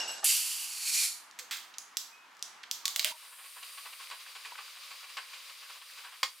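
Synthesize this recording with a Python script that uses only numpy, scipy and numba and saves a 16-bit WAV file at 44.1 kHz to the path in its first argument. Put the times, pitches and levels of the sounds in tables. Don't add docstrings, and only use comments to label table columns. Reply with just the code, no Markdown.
import sys
import numpy as np
from scipy import signal
from scipy.fft import rfft, irfft
from scipy.io import wavfile
from scipy.ndimage import uniform_filter1d
from numba import njit

SR = 44100
rng = np.random.default_rng(int(sys.argv[2]) if len(sys.argv) > 2 else 0)


def wav_record(signal):
    frames = np.transpose(np.atleast_2d(signal))
    bounded = np.clip(frames, -1, 1)
    quanta = np.round(bounded * 32767).astype(np.int16)
    wavfile.write(sys.argv[1], SR, quanta)


def elevation(decibels):
    levels = np.asarray(decibels, float)
    return 10 ** (levels / 20)


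N = 282240
T = np.arange(N) / SR

CUTS_S = [
    .2425,
    3.113,
]

# (time [s], level [dB], brightness [dB])
BELL_SHAKES = [
    (.001, -26.5, -4),
    (.012, -28.5, -12),
    (0.026, -33, -4),
    (0.049, -40, -8),
    (0.077, -30.5, 5),
    (0.092, -35, 1),
    (.11, -37.5, 10),
    (.128, -39, 0),
    (.145, -59, -2),
    (0.171, -54, 2),
]
# (frequency [Hz], level [dB], t60 [s])
BELL_MODES = [(2842, 3.5, 0.3), (2640, -8, 0.17), (2740, -8, 0.13), (5370, 1.5, 0.059), (5440, 0, 0.094),
              (5920, -3, 0.095), (5480, -2, 0.046), (5900, -11, 0.061), (7900, -1.5, 0.19), (7770, -8, .15),
              (11100, -25, 0.18), (11530, -13, 0.16), (12600, -28, .25), (13700, -32.5, 0.34)]
# (time [s], level [dB])
PAWS = [
    (0.0, -40.5),
    (0.01, -45),
    (0.052, -49),
    (0.146, -51),
    (0.216, -56),
    (0.24, -45),
]
# (frequency [Hz], density [dB per Hz])
PAWS_TONE = [(60, -41), (200, -13.5), (700, 1), (1600, -4.5), (3000, -4.5), (5500, 0.5), (7500, -6),
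             (9000, -16), (11500, -21), (12500, -61)]

# (time [s], pitch [Hz], level [dB], t60 [s])
HOLLOW_TAPS = [
    (0.229, 782, -33, 0.056),
    (0.229, 1197, -32.5, 0.038),
    (0.225, 1760, -41, 0.089),
    (1.39, 487, -57, 0.18),
    (2.84, 1129, -50, 0.62),
    (2.96, 652, -50.5, 0.22),
    (3.049, 637, -47.5, 0.23),
    (3.114, 946, -45, 0.14),
]

# (time [s], level [dB])
GAS_FLOW = [
    (0.243, -29.5),
    (0.275, -27.5),
    (0.45, -38),
    (0.56, -40),
    (0.698, -44),
    (0.85, -38),
    (0.89, -33.5),
    (1.044, -30.5),
    (1.2, -71),
]
# (frequency [Hz], density [dB per Hz])
GAS_TONE = [(300, -63), (900, -18.5), (1700, -11), (2400, -5), (3500, -2.5), (5000, -2.5), (10000, 2),
            (15000, -4.5), (16400, -42)]
# (centre [Hz], width [Hz], level [dB], share by which the pitch sinks [0-1])
THREAD_GAPS = [(2900, 410, 9, 0.24), (4710, 540, 8.5, 0.081), (5720, 360, 1.5, 0.028),
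               (6920, 750, -1.5, .02), (7800, 1100, -4.5, .02), (9000, 140, -5, 0.024),
               (10300, 310, -1, 0.02), (10770, 200, -4, 0.018)]
# (time [s], lift [0-1])
CAP_LIFT = [
    (.25, 0.06),
    (.6, 0.08),
    (.85, 0.63),
    (1.1, 0.93),
]
JET_TREBLE_DB, JET_DULLS_DB, SPIT_DB, SPIT_S = -2.5, -4.5, 8.5, 0.011

# (frequency [Hz], density [dB per Hz])
KITCHEN_TONE = [(18, -70), (30, -36.5), (282, -15), (532, -16), (975, -2.5), (1240, -3), (1410, -4),
                (1610, -5), (2330, -8), (2590, -10.5), (2800, -10), (7430, -21.5), (15200, -56),
                (16400, -56)]
KITCHEN_DB = -56.5
# (frequency [Hz], density [dB per Hz])
MIC_HISS = [(3000, -24), (7000, 1), (11000, 6), (15500, -1), (16500, -20)]

# (time [s], peak [dB], ring [Hz], treble [dB], scrape [s])
CAP_SNAPS = [(1.312, -42, 5500, -22, .002), (1.389, -36.5, 3950, -9.5, 0.012),
             (1.51, -32.5, 3290, -11.5, 0.042), (1.570, -36.5, 3660, -6, 0.0048),
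             (1.740, -46.5, 3040, -44, 0.0068), (1.784, -25.5, 6330, -15, 0.0034),
             (1.97, -16.5, 5110, -11, 0.0037), (2.351, -56, 5000, -19, .001),
             (2.369, -48, 5470, -15, 0.00077), (2.394, -46, 5060, -21, 0.0012),
             (2.426, -22.5, 5820, -17, 0.0023), (2.633, -43.5, 4000, -25, 0.0065),
             (2.637, -37.5, 2150, -30, 0.0045), (2.713, -17.5, 4880, -10, 0.003),
             (2.855, -18, 4460, -12.5, 0.0043), (2.88, -21, 3480, -9, 0.0018),
             (2.9613, -16.5, 3500, -6, 0.0032), (2.9948, -17, 4050, -15, 0.0039),
             (3.028, -30.5, 3250, -23, .002), (3.046, -14, 3150, -6.5, 0.0029),
             (3.051, -36, 2680, -20, 0.047)]
# (time [s], pitch [Hz], level [dB])
SQUEAK = [
    (2.11, 2510, -77),
    (2.136, 2520, -59),
    (2.25, 2540, -67),
    (2.29, 2360, -87),
]
WALL_DB, WALL_DB_PER_MS = -29.5, 2.6

# (time [s], level [dB])
STREAM_FLOW = [
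    (3.11, -54.5),
    (3.38, -58),
    (3.65, -53),
    (4.97, -52),
    (6.12, -54.5),
    (6.4, -60.5),
]
# (frequency [Hz], density [dB per Hz])
STREAM_TONE = [(35, -83), (60, -55), (303, -50), (508, -7), (740, -14.5), (1100, 0), (1530, -6.5),
               (2340, 4), (4620, 0.5), (6560, -4), (13600, -13.5), (15300, -6), (16400, -48)]
# (frequency [Hz], density [dB per Hz])
FOAM_TONE = [(5000, -25), (7000, -9.5), (9300, 3.5), (11000, -5), (13600, -2.5), (16400, -19.5)]
HEAD_DB, HEAD_SWELL_DB, HEAD_PEAK_S, HEAD_SPREAD_S = -67.5, 7.5, 3.68, 0.49
# (time [s], peak [dB], splash over bubble [dB], length [s])
GLUGS = [(3.218, -48.5, -8, 0.11), (3.313, -53.5, 1, 0.088), (3.386, -46, -5, 0.066),
         (3.44, -49.5, 6.5, 0.046), (3.561, -42.5, -9, 0.066), (3.627, -42, 11, 0.021),
         (3.777, -35, 1, 0.019), (3.853, -34, -2.5, 0.027), (3.927, -37, 6, 0.019),
         (4.001, -40.5, 2, 0.036), (4.111, -33.5, -2, 0.04), (4.26, -46, -3, 0.037), (4.353, -36, 6, 0.024),
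         (4.451, -34.5, 3.5, 0.029), (4.511, -36.5, -11, 0.019), (4.58, -33, -5, 0.032),
         (4.761, -43, 2, 0.033), (4.908, -42, 5, 0.039), (5.03, -42, 4, 0.034), (5.093, -42, 8, .02),
         (5.17, -28, -2.5, 0.032), (5.33, -46, 6.5, 0.064), (5.498, -38.5, 3.5, 0.021),
         (5.622, -46, 4, 0.044), (5.696, -39.5, -2, 0.028), (5.758, -44.5, -1, 0.034),
         (5.815, -44.5, 3, 0.026), (5.974, -41, 1, 0.043), (6.04, -40.5, -3.5, 0.066),
         (6.124, -42.5, -6, 0.045)]
GULP_HZ, GULP_SPREAD = 1127, .07
# (centre [Hz], width [Hz], level [dB])
GLASS = [(1108, 137, 3), (491, 124, -10), (1590, 1220, 9), (2440, 1080, 3.5), (3870, 240, -3.5),
         (4500, 290, -3.5)]
SPRAY_HZ, SPRAY_DB = 6700, -5
BUBBLES_DB, BUBBLE_LOW_HZ, BUBBLE_CYCLES = -12.5, 1306, 9.5
# (frequency [Hz], density [dB per Hz])
RUMBLE = [(40, -36), (120, -6), (220, 0.5), (400, -2), (800, -17)]

# (time [s], peak [dB], treble [dB])
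KNOCKS = [
    (4.101, -37.5, -11),
    (5.17, -32, -24),
    (6.231, -15, -19),
]
# (frequency [Hz], level [dB], t60 [s])
RIM_MODES = [(1087, -5, 0.028), (1144, -6, 0.036), (537, -20, 0.07), (2150, -0.5, 0.026),
             (3500, -9, 0.0072), (4660, 1.5, 0.022), (5860, -15, .02)]

# (frequency [Hz], t60 [s])
ROOM_T60 = [(250, 0.37), (1000, 0.33), (3000, 0.48), (7000, 0.36), (14000, 0.4)]
ROOM_DB = -5.5


def unit(x):
    return x / np.sqrt(np.mean(x ** 2))


def curves(table, off_db=-120):
    s, *columns = np.transpose(table)
    return [np.interp(T, s, c, off_db, off_db) for c in columns]


def noise(tone, alike=1.):
    hz, db = np.transpose(tone)
    log_hz = np.log(np.fft.rfftfreq(N, 1 / SR) + 1)
    gain = elevation(np.interp(log_hz, np.log(hz), db, -70, -90))
    mid, side = irfft(rfft(rng.standard_normal((2, N))) * gain, N)
    alike = np.clip(alike, 0, 1)
    return unit(np.sqrt(1 + alike) * mid + np.sqrt(1 - alike) * side * np.array([[1], [-1]]))


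def band(x, hz, width):
    return signal.lfilter(*signal.iirpeak(hz, hz / width, SR), x)


def steep_band(x, hz, width):
    return band(band(x, hz, width), hz, width)


def steep(x, hz, order=4):
    return signal.sosfilt(signal.butter(order, hz, "high", fs=SR, output="sos"), x)


@njit
def sliding(x, g, k):
    y, b, l = np.empty(len(x)), 0., 0.
    for i in range(len(x)):
        v = (b + g[i] * (x[i] - l)) / (1 + g[i] * (g[i] + k))
        b, l, y[i] = 2 * v - b, l + 2 * g[i] * v, k * v
    return y


def walk(rate):
    k = int(SR / rate)
    steps = np.repeat(rng.standard_normal(N // k + 1), k)
    return unit(uniform_filter1d(uniform_filter1d(steps, k), k)[:N])


@njit
def rings(start, hz, size, t60, glide, length):
    out = np.zeros(length)
    for k in range(len(start)):
        phase, gain, step = 0., size[k], 2 * np.pi * hz[k] / 44100
        fall = np.exp(-6.9 / (t60[k] * 44100))
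        for i in range(start[k], min(length, start[k] + int(t60[k] * 44100))):
            out[i] += gain * np.sin(phase)
            phase, gain, step = phase + step, gain * fall, step * (1 + glide[k] / 44100)
    return out


def ring(s, hz, db, t60, glide=0.):
    s, hz, db, t60, glide = (np.ravel(a) * 1. for a in np.broadcast_arrays(s, hz, db, t60, glide))
    start = (s * SR).astype(np.int64)
    return rings(start, np.clip(hz, 20, 20000), elevation(db), np.maximum(t60, 1e-4), glide, N)


def puffs(s, db, rise_s, fall_s):
    env = np.zeros(N)
    for a, d, rise, fall in np.broadcast(s, db, rise_s, fall_s):
        rise, fall = max(rise, 1e-5), max(fall, 1e-4)
        i, t = int(a * SR), T[:int(8 * fall * SR)]
        puff = elevation(d) * (1 - np.exp(-t / rise)) * np.exp(-t / fall)
        env[i:i + len(t)] += puff[:N - i]
    return env


def crack(hz, body_db, treble_db, scrape, span):
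    t = T[:span]
    push = rng.standard_normal(span) * np.exp(-t / scrape) * np.clip((scrape / 0.008) ** 2, 0, 1)
    push[0] += 2.5
    push[int(.0011 * SR)] -= .2
    push += 0.17 * rng.standard_normal(span) * np.exp(-t / 0.0016)
    shell = steep_band(push, hz, 1.21 * hz) + 0.5 * band(push, hz, 0.073 * hz)
    shell += elevation(body_db - 1) * steep_band(push, 1700, 2700)
    shell = signal.lfilter(*signal.butter(2, min(1.82 * hz, 15000), fs=SR), shell)
    edge = band(push, 8100, 2800) + 0.58 * band(push, 12600, 4500)
    out = shell + elevation(treble_db + 2.5) * steep(edge, 6500, order=2)
    return out / abs(out).max()


def room(x):
    t, (hz, t60) = T[:SR // 2], np.transpose(ROOM_T60)
    tail = np.zeros((2, len(t)))
    for f in 200 * np.sqrt(2) ** np.arange(13):
        decay = elevation(-60 * t / np.interp(f, hz, t60))
        tail += band(rng.standard_normal((2, len(t))), f, f / 2) * decay / np.sqrt(f)
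    mid, side = tail
    tail = mid + 0.51 * steep(side, 900, order=1) * np.array([[1], [-1]])
    tail = signal.lfilter([1, -.8], 1, tail) * np.clip((t - .003) / 0.0011, 0, 1)
    tail *= elevation(ROOM_DB) / np.sqrt(np.sum(tail ** 2) / 2)
    x = x * np.ones((2, 1))
    return x + signal.fftconvolve(x, tail, axes=1)[:, :N]


def pet():
    s, db, bright_db = np.transpose(BELL_SHAKES)[:, :, None]
    hz, mode_db, t60 = np.transpose(BELL_MODES)
    scatter = rng.standard_normal((len(s), len(hz)))
    strike_db = db - 11.5 + mode_db + bright_db * (hz > 7000) + 1.7 * scatter
    bell = ring(s + 0.0029 * abs(scatter), hz, strike_db, t60)
    boards = noise(PAWS_TONE, 0.73)
    boards += 1.2 * band(boards, 760, 70) + 0.5 * band(boards, 890, 44) + 1.7 * band(boards, 1550, 130)
    scuff_db = np.interp(T, *np.transpose(PAWS)) + 5.5 + 2.0 * walk(44.3)
    return room(bell) + elevation(scuff_db) * boards


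def hollow():
    out = np.zeros(N)
    for s, hz, db, t60 in HOLLOW_TAPS:
        out += unit(steep_band(rng.standard_normal(N), hz, 72)) * puffs(s, db, 0.0036, t60 / 6)
    return out


def splice_ticks():
    first, second = CUTS_S
    return puffs([first - .001, second], [-46, -48], 0.00016, 0.00098)


def gas():
    db, = curves(GAS_FLOW)
    lift, wobble = np.interp(T, *np.transpose(CAP_LIFT)), 1 + .01 * walk(14.0)
    spit = np.exp(-abs(T - GAS_FLOW[0][0]) / SPIT_S)
    treble_db = JET_TREBLE_DB + JET_DULLS_DB * lift + SPIT_DB * spit
    jet = noise(GAS_TONE, 1.0)
    gaps = np.zeros((2, N))
    for hz, width, gap_db, sink in THREAD_GAPS:
        tuning = np.tan(np.pi * hz * wobble * (1 - sink * lift) / SR)
        gaps += elevation(gap_db) * np.array([sliding(side, tuning, width / hz) for side in jet])
    jet = jet + gaps
    high = steep(jet, 5800, order=3)
    air = unit(steep_band(rng.standard_normal(N), 254, 50))
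    jet = unit(jet - high) + elevation(treble_db) * unit(high) + elevation(-43.5) * air * (0.17 + lift)
    return jet * elevation(db + 1.2 * walk(58.4) + 0.43 * walk(330))


def kitchen_hum():
    return noise(KITCHEN_TONE, 0.67) * elevation(KITCHEN_DB + 1.0 * walk(6.45)) + elevation(-75) * noise(MIC_HISS, 0.49)


def cap():
    out = np.zeros(N)
    span = SR // 4
    for s, db, hz, treble_db, scrape in CAP_SNAPS:
        i = int(s * SR)
        wall_db = WALL_DB + WALL_DB_PER_MS * min(1000 * scrape, 12)
        out[i:i + span] += elevation(db + 8.5) * crack(hz, wall_db, treble_db, scrape, span)
    hz, db = curves(SQUEAK)
    squeak = elevation(db + 4.5 + .4 * walk(30)) * np.sin(2 * np.pi * np.cumsum(hz) / SR)
    return steep(out, 1400, order=3) + squeak


def stream(stream_db):
    hiss = noise(STREAM_TONE, 0.76)
    hiss += 0.97 * band(hiss, 4720, 300) + .5 * band(hiss, 3880, 270) + 0.76 * band(hiss, 1240, 220)
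    return hiss * elevation(stream_db + 0.3 + 1.55 * walk(24.79))


def bubbles(count, low_hz, octave_ratio, size_db, cycles, glide):
    when, pitch, size = rng.random((count, 3)).T
    hz = low_hz * octave_ratio ** pitch
    s = CUTS_S[1] + when * (N / SR - CUTS_S[1])
    return ring(s, hz, size_db * np.log(size), cycles / hz, glide)


def glugs():
    s, db, upper_db, length = np.transpose(GLUGS)
    gulp_hz = GULP_HZ * (1 + GULP_SPREAD * rng.standard_normal(len(s)))
    churn = rng.standard_normal(N) * elevation(1.25 * walk(250))
    low, *upper = (elevation(d) * unit(steep_band(churn, f, 1.26 * w)) for f, w, d in GLASS)
    upper.append(elevation(SPRAY_DB) * unit(steep_band(churn, SPRAY_HZ, 3200)))
    body = low + upper[0] + upper[1]
    cloud = body * puffs(s - .004, db + 0.24 * upper_db - 10.0, 0.014, length / 2)
    splash = sum(upper[2:]) * puffs(s - .003, db + upper_db - 7, 0.0093, 0.43 * length)
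    gulp = ring(s + 0.0099, gulp_hz, db - 0.63 * upper_db - 9, 0.04, 2.2)
    return cloud + splash + gulp


def pour():
    stream_db, = curves(STREAM_FLOW)
    foam_db = HEAD_DB + HEAD_SWELL_DB * np.exp(-((T - HEAD_PEAK_S) / HEAD_SPREAD_S) ** 2)
    foam = noise(FOAM_TONE, 0.83) * elevation(foam_db + 7.5 + 0.28 * walk(34))
    pops = unit(bubbles(6000, 2500, 5, -3.5, 9, 40)) * elevation(foam_db - 7.5)
    blips = bubbles(1500, BUBBLE_LOW_HZ, 4.5, -3.0, BUBBLE_CYCLES, 25)
    blips = unit(steep(blips, 1000, order=3)) * elevation(stream_db + BUBBLES_DB)
    return stream(stream_db) + foam + steep(room(glugs() + pops + blips), 475, order=4)


def knocks():
    hz, mode_db, t60 = np.transpose(RIM_MODES)
    out, span = np.zeros(N), SR // 8
    for s, db, treble_db in KNOCKS:
        i = int(s * SR)
        out += ring(s, hz, db + mode_db - 7, t60)
        out[i:i + span] += elevation(db) * crack(3300, -2, treble_db, 0.0074, span)
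    return out


def scene():
    first, second = CUTS_S
    snaps = cap() * elevation(np.array([[-.6], [.6]]))
    hands = room(elevation(4.0) * gas() + snaps) * elevation(np.array([[-.8], [.8]]))
    opening = (hands + kitchen_hum() * (T < second)) * (T >= first)
    opening = opening * np.clip(1 - (T - second) / 0.026, 0, 1)
    knock = steep(room(knocks()), 610, order=4)
    knock = knock * elevation(-170 * np.clip(T - 6.255, 0, 1))
    pouring = pour() * elevation(np.array([[.3], [-.3]])) + knock + elevation(-93.5) * noise(RUMBLE, 1.0)
    pouring = pouring * np.clip((T - second) / 0.016, 0, 1)
    return pet() * (T < first) + hollow() + splice_ticks() + opening + pouring


def low_pass(x):
    return signal.sosfilt(signal.butter(12, 16660, fs=SR, output="sos"), x)


def record(dry):
    top = .36
    mix = steep(top * np.tanh(dry / top), 130, order=1)
    return low_pass(mix)


dry = scene()
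out = record(dry)
wav_record(out)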